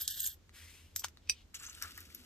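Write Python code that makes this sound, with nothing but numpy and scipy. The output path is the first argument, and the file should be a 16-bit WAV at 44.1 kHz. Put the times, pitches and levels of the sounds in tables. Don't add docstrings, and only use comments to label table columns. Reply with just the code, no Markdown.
import sys
import numpy as np
from scipy import signal
from scipy.fft import rfft, irfft
from scipy.io import wavfile
from scipy.ndimage import uniform_filter1d, minimum_filter1d

SR = 44100
rng = np.random.default_rng(int(sys.argv[2]) if len(sys.argv) > 2 else 0)


def int16_out(signal):
    q = np.round(np.clip(np.atleast_2d(signal).T, -1, 1) * 32767)
    wavfile.write(sys.argv[1], SR, q.astype(np.int16))


def gain_from_decibels(decibels):
    exponent = np.asarray(decibels, float) / 20
    return 10 ** exponent


N = 99577


def evened(x):
    return x / np.sqrt(np.mean(x ** 2) + 1e-20)


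def read(points, hz):
    f, value = np.transpose(points)
    return np.interp(np.log(hz + 1), np.log(f + 1), value)


def follow(rows, column=1):
    rows = np.array(rows)
    return np.interp(np.arange(N) / SR, rows[:, 0], rows[:, column])


def pressed(rows, column=1):
    t = np.arange(N) / SR
    touching = (t >= rows[0][0]) * (t <= rows[-1][0])
    return gain_from_decibels(follow(rows, column)) * touching


def add(mix, s, sound):
    part = mix[round(s * SR):][:len(sound)]
    part += sound[:len(part)]


def above(x, hz):
    return signal.sosfilt(signal.butter(2, hz, "high", fs=SR, output="sos"), x)


def coloured(x, colour):
    hz = np.fft.rfftfreq(N, 1 / SR)
    low_end = np.minimum(hz / colour[0][0], 1) ** 4
    return evened(irfft(rfft(x) * gain_from_decibels(read(colour, hz)) * low_end, N))


def resonate(x, hz, width):
    turn = np.exp(2j * np.pi * np.cumsum(hz * np.ones(len(x))) / SR)
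    r = np.exp(-np.pi * width / SR)
    return 2 * (turn * signal.lfilter([1 - r], [1, -r], x / turn)).real


def ringing(x, rings):
    total = 0
    for k, (hz, width, db) in enumerate(rings):
        total = total + (-1) ** k * gain_from_decibels(db) * evened(resonate(x, hz, width))
    return evened(total)


def modes(table, detune):
    t = np.arange(6000) / SR
    total = 0
    for (hz, db, t60), d in zip(table, detune):
        total = total + gain_from_decibels(db - 60 * t / t60) * np.sin(2 * np.pi * hz * d * t)
    return total


def slips(per_s, spread_db, smooth, flutter_db):
    size = gain_from_decibels(spread_db * np.minimum(rng.exponential(1, N), 4))
    clicks = size * (rng.random(N) < per_s / SR) * rng.choice([-1, 1], N)
    slow = uniform_filter1d(rng.standard_normal(N), size=300)
    flutter = evened(uniform_filter1d(slow, size=200))
    return evened((evened(clicks) + smooth * rng.standard_normal(N)) * gain_from_decibels(flutter_db * flutter))


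def rake():
    # (time [s], edge singing level [dB], scrape level [dB])
    pressure = [(0, -39, -50), (.02, -45, -45.5), (.045, -44.5, -52), (.075, -64, -49), (.105, -53, -46.5),
                (.13, -47, -50.5), (.19, -48, -45.5), (.2, -39.5, -45.5), (.25, -57, -48), (.275, -55, -48),
                (.3, -47.5, -52.5), (.345, -59, -62.5)]
    # (frequency [Hz], level [dB per Hz])
    colour = [(2600, -10), (3200, 9), (9700, -6.5), (15000, -27)]
    # (frequency [Hz], width [Hz], level [dB])
    edge_rings = [(12700, 220, 0), (13500, 220, -3), (14200, 300, -6)]
    # (frequency [Hz], width [Hz], level [dB])
    paper_rings = [(1640, 420, -10), (3400, 1600, -16), (7760, 2600, -1)]
    x = slips(1500, spread_db=3.0, smooth=0.53, flutter_db=2.5)
    paper = ringing(ringing(x, paper_rings), paper_rings)
    scrape = evened(coloured(x, colour) + 0.54 * paper)
    edges = 0
    for hz, width, db in edge_rings:
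        bursts = slips(1700, spread_db=-4.5, smooth=0.97, flutter_db=4)
        edges = edges + gain_from_decibels(db) * evened(resonate(bursts, hz, width))
    return pressed(pressure) * evened(edges) + pressed(pressure, column=2) * scrape


def glances(rows):
    table_width, body_width, edge_width = 210, 880, 520
    rise_s, spill = 0.00084, 0.048
    out, t = np.zeros(N), np.arange(3000) / SR
    for (s, db, hz, dying), noise in zip(rows, rng.standard_normal((len(rows), 3000))):
        width = table_width if hz < 2400 else body_width if hz < 11000 else edge_width
        ring = resonate(resonate(noise, hz, width), hz, 2 * width) + spill * np.gradient(noise)
        shape = (1 - np.exp(-t / rise_s)) * np.exp(-t / dying)
        ring_rms = np.sqrt(np.sum((shape * ring) ** 2) / np.sum(shape ** 2))
        add(out, s, gain_from_decibels(db) * shape * ring / ring_rms)
    return out


def clinks(rows, knock_hz):
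    # (frequency [Hz], level [dB], decay time T60 [s])
    edge_modes = [(12370, 12.5, 0.003), (13080, 2.5, 0.012), (14100, -1, 0.005)]
    tick_s, tick_db, tick_top_hz = 0.00026, 1, 10450
    ring_s, ring_width = 0.00072, 700
    edge_level_db, edge_rise_s = 0.5, 0.00027
    knock_s, knock_level_db = 0.00084, -1
    out, t = np.zeros(N), np.arange(6000) / SR
    for (s, db, hz, knock_db, edge_db), chance in zip(rows, rng.standard_normal((len(rows), 6003))):
        noise = chance[3:]
        spike = (t == t[4]) * 3
        tick = (noise / 3 + spike) * np.exp(-t / tick_s) * gain_from_decibels(tick_db)
        body = evened(resonate(noise, hz, ring_width)) * np.exp(-t / ring_s) * 1.005
        strike = signal.lfilter(*signal.butter(2, tick_top_hz, fs=SR), tick + body)
        strike = signal.lfilter([1, -1], [1, -.8], strike)
        edge = modes(edge_modes, 1 + 0.0067 * chance[:3]) * gain_from_decibels(edge_level_db + edge_db)
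        edge = edge * np.minimum(t / edge_rise_s, 1)
        knock = np.sin(2 * np.pi * knock_hz * t) + np.sin(3 * np.pi * knock_hz * t)
        knock = knock * np.exp(-t / knock_s) * gain_from_decibels(knock_level_db + knock_db)
        add(out, s, gain_from_decibels(db) * (strike + edge + knock))
    return above(out, 1060)


def drag():
    # (time [s], slide level [dB], table level [dB])
    pressure = [(1.537, -102, -69), (1.545, -41, -55.5), (1.58, -62.5, -72), (1.6, -54.5, -62),
                (1.64, -51, -55), (1.68, -55.5, -62), (1.72, -57.5, -68), (1.81, -57, -64),
                (1.826, -51.5, -46.5), (1.95, -59.5, -69), (1.985, -54, -60.5), (2.05, -61, -73.5),
                (2.258, -61, -73)]
    # (frequency [Hz], level [dB per Hz])
    colour = [(2000, -4.5), (4500, -2), (8500, -8), (9500, -15), (10500, -9.5), (13500, -7.5), (15000, -17)]
    # (frequency [Hz], width [Hz], level [dB])
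    heap_rings = [(2760, 210, 3.5), (6500, 830, 14), (7900, 270, 10.5)]
    # (frequency [Hz], width [Hz], level [dB])
    table_rings = [(1320, 230, 0.5), (1600, 680, 0)]
    x = slips(1300, spread_db=3.8, smooth=0.91, flutter_db=2.0)
    low = slips(1100, spread_db=1, smooth=0.37, flutter_db=2.0)
    rumble = ringing(ringing(low, table_rings), [(1500, 6100, 0)])
    heap_gain = np.where(np.arange(N) / SR < 1.72, 0.59, 0.067)
    slide = evened(coloured(x, colour) + heap_gain * ringing(x, heap_rings))
    return pressed(pressure) * slide + pressed(pressure, column=2) * rumble


def palm():
    # (time [s], level [dB])
    rattle = [
        (.953, -57),
        (.963, -52),
        (.99, -52),
        (.995, -44),
        (1.03, -70),
        (1.044, -46),
        (1.075, -75.5),
        (1.085, -74),
        (1.105, -99),
    ]
    # (frequency [Hz], level [dB per Hz])
    colour = [(2200, -9), (5500, 10), (8000, 11), (9800, -27), (13000, 4.5)]
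    x = slips(2800, spread_db=2.5, smooth=0.83, flutter_db=2.2)
    second_grip = np.arange(N) / SR > 1.02
    low = evened(np.gradient(resonate(x, 1030, 410))) * second_grip
    return pressed(rattle) * (coloured(x, colour) + 1.9 * low)


def jar():
    # (frequency [Hz], level [dB], decay time T60 [s])
    glass = [(2542, -0.5, 0.026), (2980, -22, 0.028), (3820, -9.5, 0.026), (4320, -18.5, 0.039),
             (4765, -3.5, 0.041), (5720, -4.5, 0.018), (5800, -0.5, 0.032), (6330, -25, 0.025),
             (7300, -16, 0.032), (8470, -2.5, 0.022), (8800, -19, .02), (10500, -18.5, .025),
             (12500, -15, 0.015), (13100, -24, 0.02)]
    # (time [s], peak level [dB], hardness as low-pass frequency [Hz])
    taps = [
        (1.274, -50, 3000),
        (1.278, -63, 3000),
        (1.2911, -38, 3500),
        (1.296, -20.5, 14000),
    ]
    crack_db, crack_s, rise_s = -1.5, 0.0033, 0.00053
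    out, t = np.zeros(N), np.arange(6000) / SR
    ring = modes(glass, np.ones(len(glass))) * np.minimum(t / rise_s, 1)
    for (s, db, hard_hz), noise in zip(taps, rng.standard_normal((len(taps), 6001))):
        crack = gain_from_decibels(crack_db) * noise[1:] / 2 * np.exp(-t / crack_s)
        add(out, s, gain_from_decibels(db) * signal.lfilter(*signal.butter(2, hard_hz, fs=SR), ring + crack))
    return above(out, 1840)


def cloth():
    # (time [s], level [dB], cavity resonance [Hz])
    sweep = [
        (.525, -76, 1900),
        (.55, -57, 1700),
        (.7, -58, 2190),
        (.8, -62.5, 2830),
        (.95, -76, 2780),
    ]
    # (frequency [Hz], level [dB per Hz])
    sweep_colour = [(1100, -21), (2240, -11), (6000, -15), (10000, -16.5), (15000, -19.5)]
    # (time [s], level [dB])
    reach = [
        (1.22, -77),
        (1.24, -75),
        (1.33, -63),
        (1.42, -67),
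        (1.445, -83),
    ]
    # (frequency [Hz], level [dB per Hz])
    reach_colour = [(1500, -6), (3000, 10.5), (6000, -1), (10000, -14)]
    x = slips(6000, spread_db=2.0, smooth=3.1, flutter_db=1.1)
    hollow = evened(resonate(x, follow(sweep, column=2), 370))
    sleeve = evened(coloured(x, sweep_colour) + 0.24 * hollow)
    return pressed(sweep) * sleeve + pressed(reach) * coloured(x, reach_colour)


def arm():
    start_s, rise_s, hz = 1.55, 0.56, 243
    rub = evened(resonate(resonate(rng.standard_normal(N), hz, 174), hz, 150))
    return gain_from_decibels(-68) * rub * np.clip((np.arange(N) / SR - start_s) / rise_s, 0, 1)


def ports(x, lag, pan_db):
    # (frequency [Hz], left minus right [dB])
    tilt = [(500, 1), (2000, 1.5), (4000, 0), (8000, -3.5), (12000, 0)]
    scatter_rad = .7
    hz = np.fft.rfftfreq(N, 1 / SR)
    uneven = uniform_filter1d(rng.standard_normal(len(hz)), size=900)
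    uneven = evened(uniform_filter1d(uneven, size=600))
    phase = np.pi * hz * lag / SR + scatter_rad * hz / 10000 * uneven
    half = gain_from_decibels((read(tilt, hz) + pan_db) / 2) * np.exp(1j * phase)
    return irfft(rfft(x) * np.array([half, 1 / half]), N)


def room(x):
    # (frequency [Hz], decay time T60 [s])
    decay = [(500, 0.19), (4000, 0.083), (14000, 0.075)]
    taps = np.zeros((2, SR // 2))
    at = np.arange(100, SR // 2 - 20, 20)
    at = at + rng.integers(0, 20, (2, len(at)))
    np.put_along_axis(taps, at, rng.choice([-1., 1.], at.shape), 1)
    hz, t, z = signal.stft(taps, SR, nperseg=256)
    tail = signal.istft(z * gain_from_decibels(-60 * t / read(decay, hz)[:, None]), SR, nperseg=256)[1]
    return signal.fftconvolve(x[None], tail / np.linalg.norm(tail[0]), axes=1)[:, :N]


def air():
    # (frequency [Hz], level [dB per Hz])
    colour = [(25, -22), (40, 0.5), (97, -13.5), (253, -17), (400, -20.5), (700, -28), (7000, -34.5),
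              (10000, -46), (13000, -43)]
    # (frequency [Hz], left-right coherence [0 to 1])
    likeness = [(60, 0.86), (250, 0.69), (2000, 0.085)]
    hum_hz, hum_width = 79, 15.3
    hz = np.fft.rfftfreq(N, 1 / SR)
    a, b = rfft(rng.standard_normal((2, N)))
    same = np.clip(read(likeness, hz), -1, 1)
    z = np.array([a, same * a + np.sqrt(1 - same ** 2) * b]) * gain_from_decibels(read(colour, hz))
    noise = irfft(z, N) / np.std(irfft(z[0] * (hz > 100), N))
    hum = evened(resonate(resonate(rng.standard_normal(N), hum_hz, hum_width), hum_hz, hum_width))
    return gain_from_decibels(-68.5) * noise + gain_from_decibels(-63) * hum


def scene():
    # (time [s], peak [dB], loudest ring [Hz], knock re peak [dB], edge ring re peak [dB])
    low_knock_clinks = [
        (0.0786, -15, 4350, -50, -15),
        (0.9619, -19, 6330, -56, -10.5),
        (1.0449, -22, 6640, -1, -25),
        (1.046, -26, 4500, -15, -30),
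        (1.084, -40, 5600, -36, -22),
    ]
    high_knock_clinks = [
        (0.494, -55.5, 4040, 6, -37),
        (1.1723, -48.5, 4210, -1.5, -43),
        (1.8243, -25.5, 5720, -35, -10.5),
        (1.9772, -38, 4970, -6, -4.5),
        (2.005, -42, 5100, -31, -3),
        (2.1485, -38.5, 5200, -54, 2),
    ]
    # (time [s], level [dB], ring [Hz], decay constant [s])
    rake_glances = [(.0112, -38, 5200, .003), (.0115, -41, 12500, 0.0049), (.0175, -30, 12460, .007),
                    (.018, -44, 5050, 0.0067), (.029, -44, 12900, 0.0033), (.083, -50, 12900, .003),
                    (.1003, -43, 6060, 0.0023), (.1015, -33, 12750, 0.0066), (.105, -42, 5600, 0.0027),
                    (.136, -52, 12600, 0.0044), (.1415, -39.5, 3560, 0.004), (.174, -36, 8040, 0.00067),
                    (.1745, -47, 13100, 0.0014), (.1955, -30, 7900, .002), (.1995, -27.5, 7900, 0.0016),
                    (.201, -32, 14000, .01), (.2045, -15.5, 7700, 0.00069), (.220, -30.5, 6660, 0.0018),
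                    (.229, -31.5, 13270, 0.0072), (.239, -33, 7700, .002), (.241, -31, 12900, 0.0087),
                    (.2555, -23, 7200, .0015), (.262, -18, 7200, 0.00072), (.2622, -41, 3630, 0.0012),
                    (.263, -23, 12900, .003), (.267, -39, 12700, .004), (.272, -24.5, 7500, 0.0014),
                    (.273, -26.5, 12800, 0.0043), (.286, -45, 13350, 0.0081)]
    palm_glances = [(.956, -43, 6840, .001), (.9665, -44, 7040, 0.0016), (.972, -50, 5740, 0.0016),
                    (.983, -47, 5600, .001), (.9945, -37.5, 8200, .003), (.9945, -40.5, 5630, 0.0043),
                    (.9945, -37, 13100, .007), (1.039, -32.5, 3000, 0.0028), (.9616, -26.5, 8100, 0.0012),
                    (.9614, -43, 2930, 0.00065), (.9625, -36.5, 13000, 0.0094), (1.050, -45, 5000, .003),
                    (1.084, -50, 12900, 0.0022)]
    drag_glances = [(1.543, -54, 7900, .003), (1.5483, -38.5, 6400, 0.0043), (1.552, -51, 7900, .003),
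                    (1.553, -34.5, 6500, .002), (1.564, -58, 7900, 0.0021), (1.589, -68, 7760, 0.0013),
                    (1.598, -45, 7200, 0.0053), (1.611, -48, 1350, 0.0036), (1.633, -43, 6300, 0.0037),
                    (1.634, -47, 1350, 0.0026), (1.651, -37.5, 6000, 0.0024), (1.665, -33, 6600, 0.0019),
                    (1.6695, -39, 6500, 0.0027), (1.684, -48.5, 1350, 0.0037), (1.6975, -33, 6300, 0.0017),
                    (1.702, -41, 6800, .002), (1.749, -42, 8200, 0.0025), (1.824, -45, 1540, 0.0026),
                    (1.836, -49, 1350, 0.016), (1.9775, -44.5, 1850, 0.0066), (2.1024, -45, 2280, 0.0014)]
    # (left lead [samples], left minus right [dB])
    rake_place, hand_place = (0.58, 0.3), (1.33, 3.2)
    jar_place, drag_place = (1.38, -.4), (5.51, 2.6)
    low_knocked = clinks(low_knock_clinks, knock_hz=944)
    raking = np.arange(N) < SR // 2
    rake_clink = above(above(low_knocked * raking, 4100), 4100)
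    parts = [(rake() + rake_clink, *rake_place),
             (cloth() + palm() + low_knocked * ~raking, *hand_place),
             (jar(), *jar_place),
             (drag() + arm() + clinks(high_knock_clinks, knock_hz=1280), *drag_place),
             (glances(rake_glances), *rake_place),
             (glances(palm_glances), *hand_place),
             (glances(drag_glances), *drag_place)]
    direct = sum(ports(*part) for part in parts)
    echo = room(above(sum(part[0] for part in parts), 2540))
    return direct + gain_from_decibels(-6) * echo + air()


def roll_off(x):
    return signal.sosfilt(signal.butter(12, 15250, fs=SR, output="sos"), x)


def record(dry):
    # (start [s], end [s])
    duck_spans = [
        (.035, .062),
        (.088, .16),
        (.195, .262),
        (.298, .33),
    ]
    duck_db, duck_from_db = -20, -56
    hz, t, z = signal.stft(dry, SR, nperseg=1024)
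    bright_db = 10 * np.log10(np.mean(abs(z[:, hz > 10000]) ** 2, (0, 1)) * 400 + 1e-12)
    hold = np.clip((minimum_filter1d(bright_db, size=3) - duck_from_db) / 6, 0, 1)
    band = (hz > 330) & (hz < 2600) & (abs(hz - 1700) > 240)
    patches = sum((t > a) & (t < b) for a, b in duck_spans)
    gain = gain_from_decibels(duck_db * hold * band[:, None] * patches)
    clean = signal.istft(z * gain, SR, nperseg=1024)[1][:, :N]
    low_pass = signal.firwin(127, 14650, window=("kaiser", 5), fs=SR)
    return roll_off(signal.oaconvolve(clean, low_pass[None], "same"))


dry = scene()
out = record(dry)
int16_out(out)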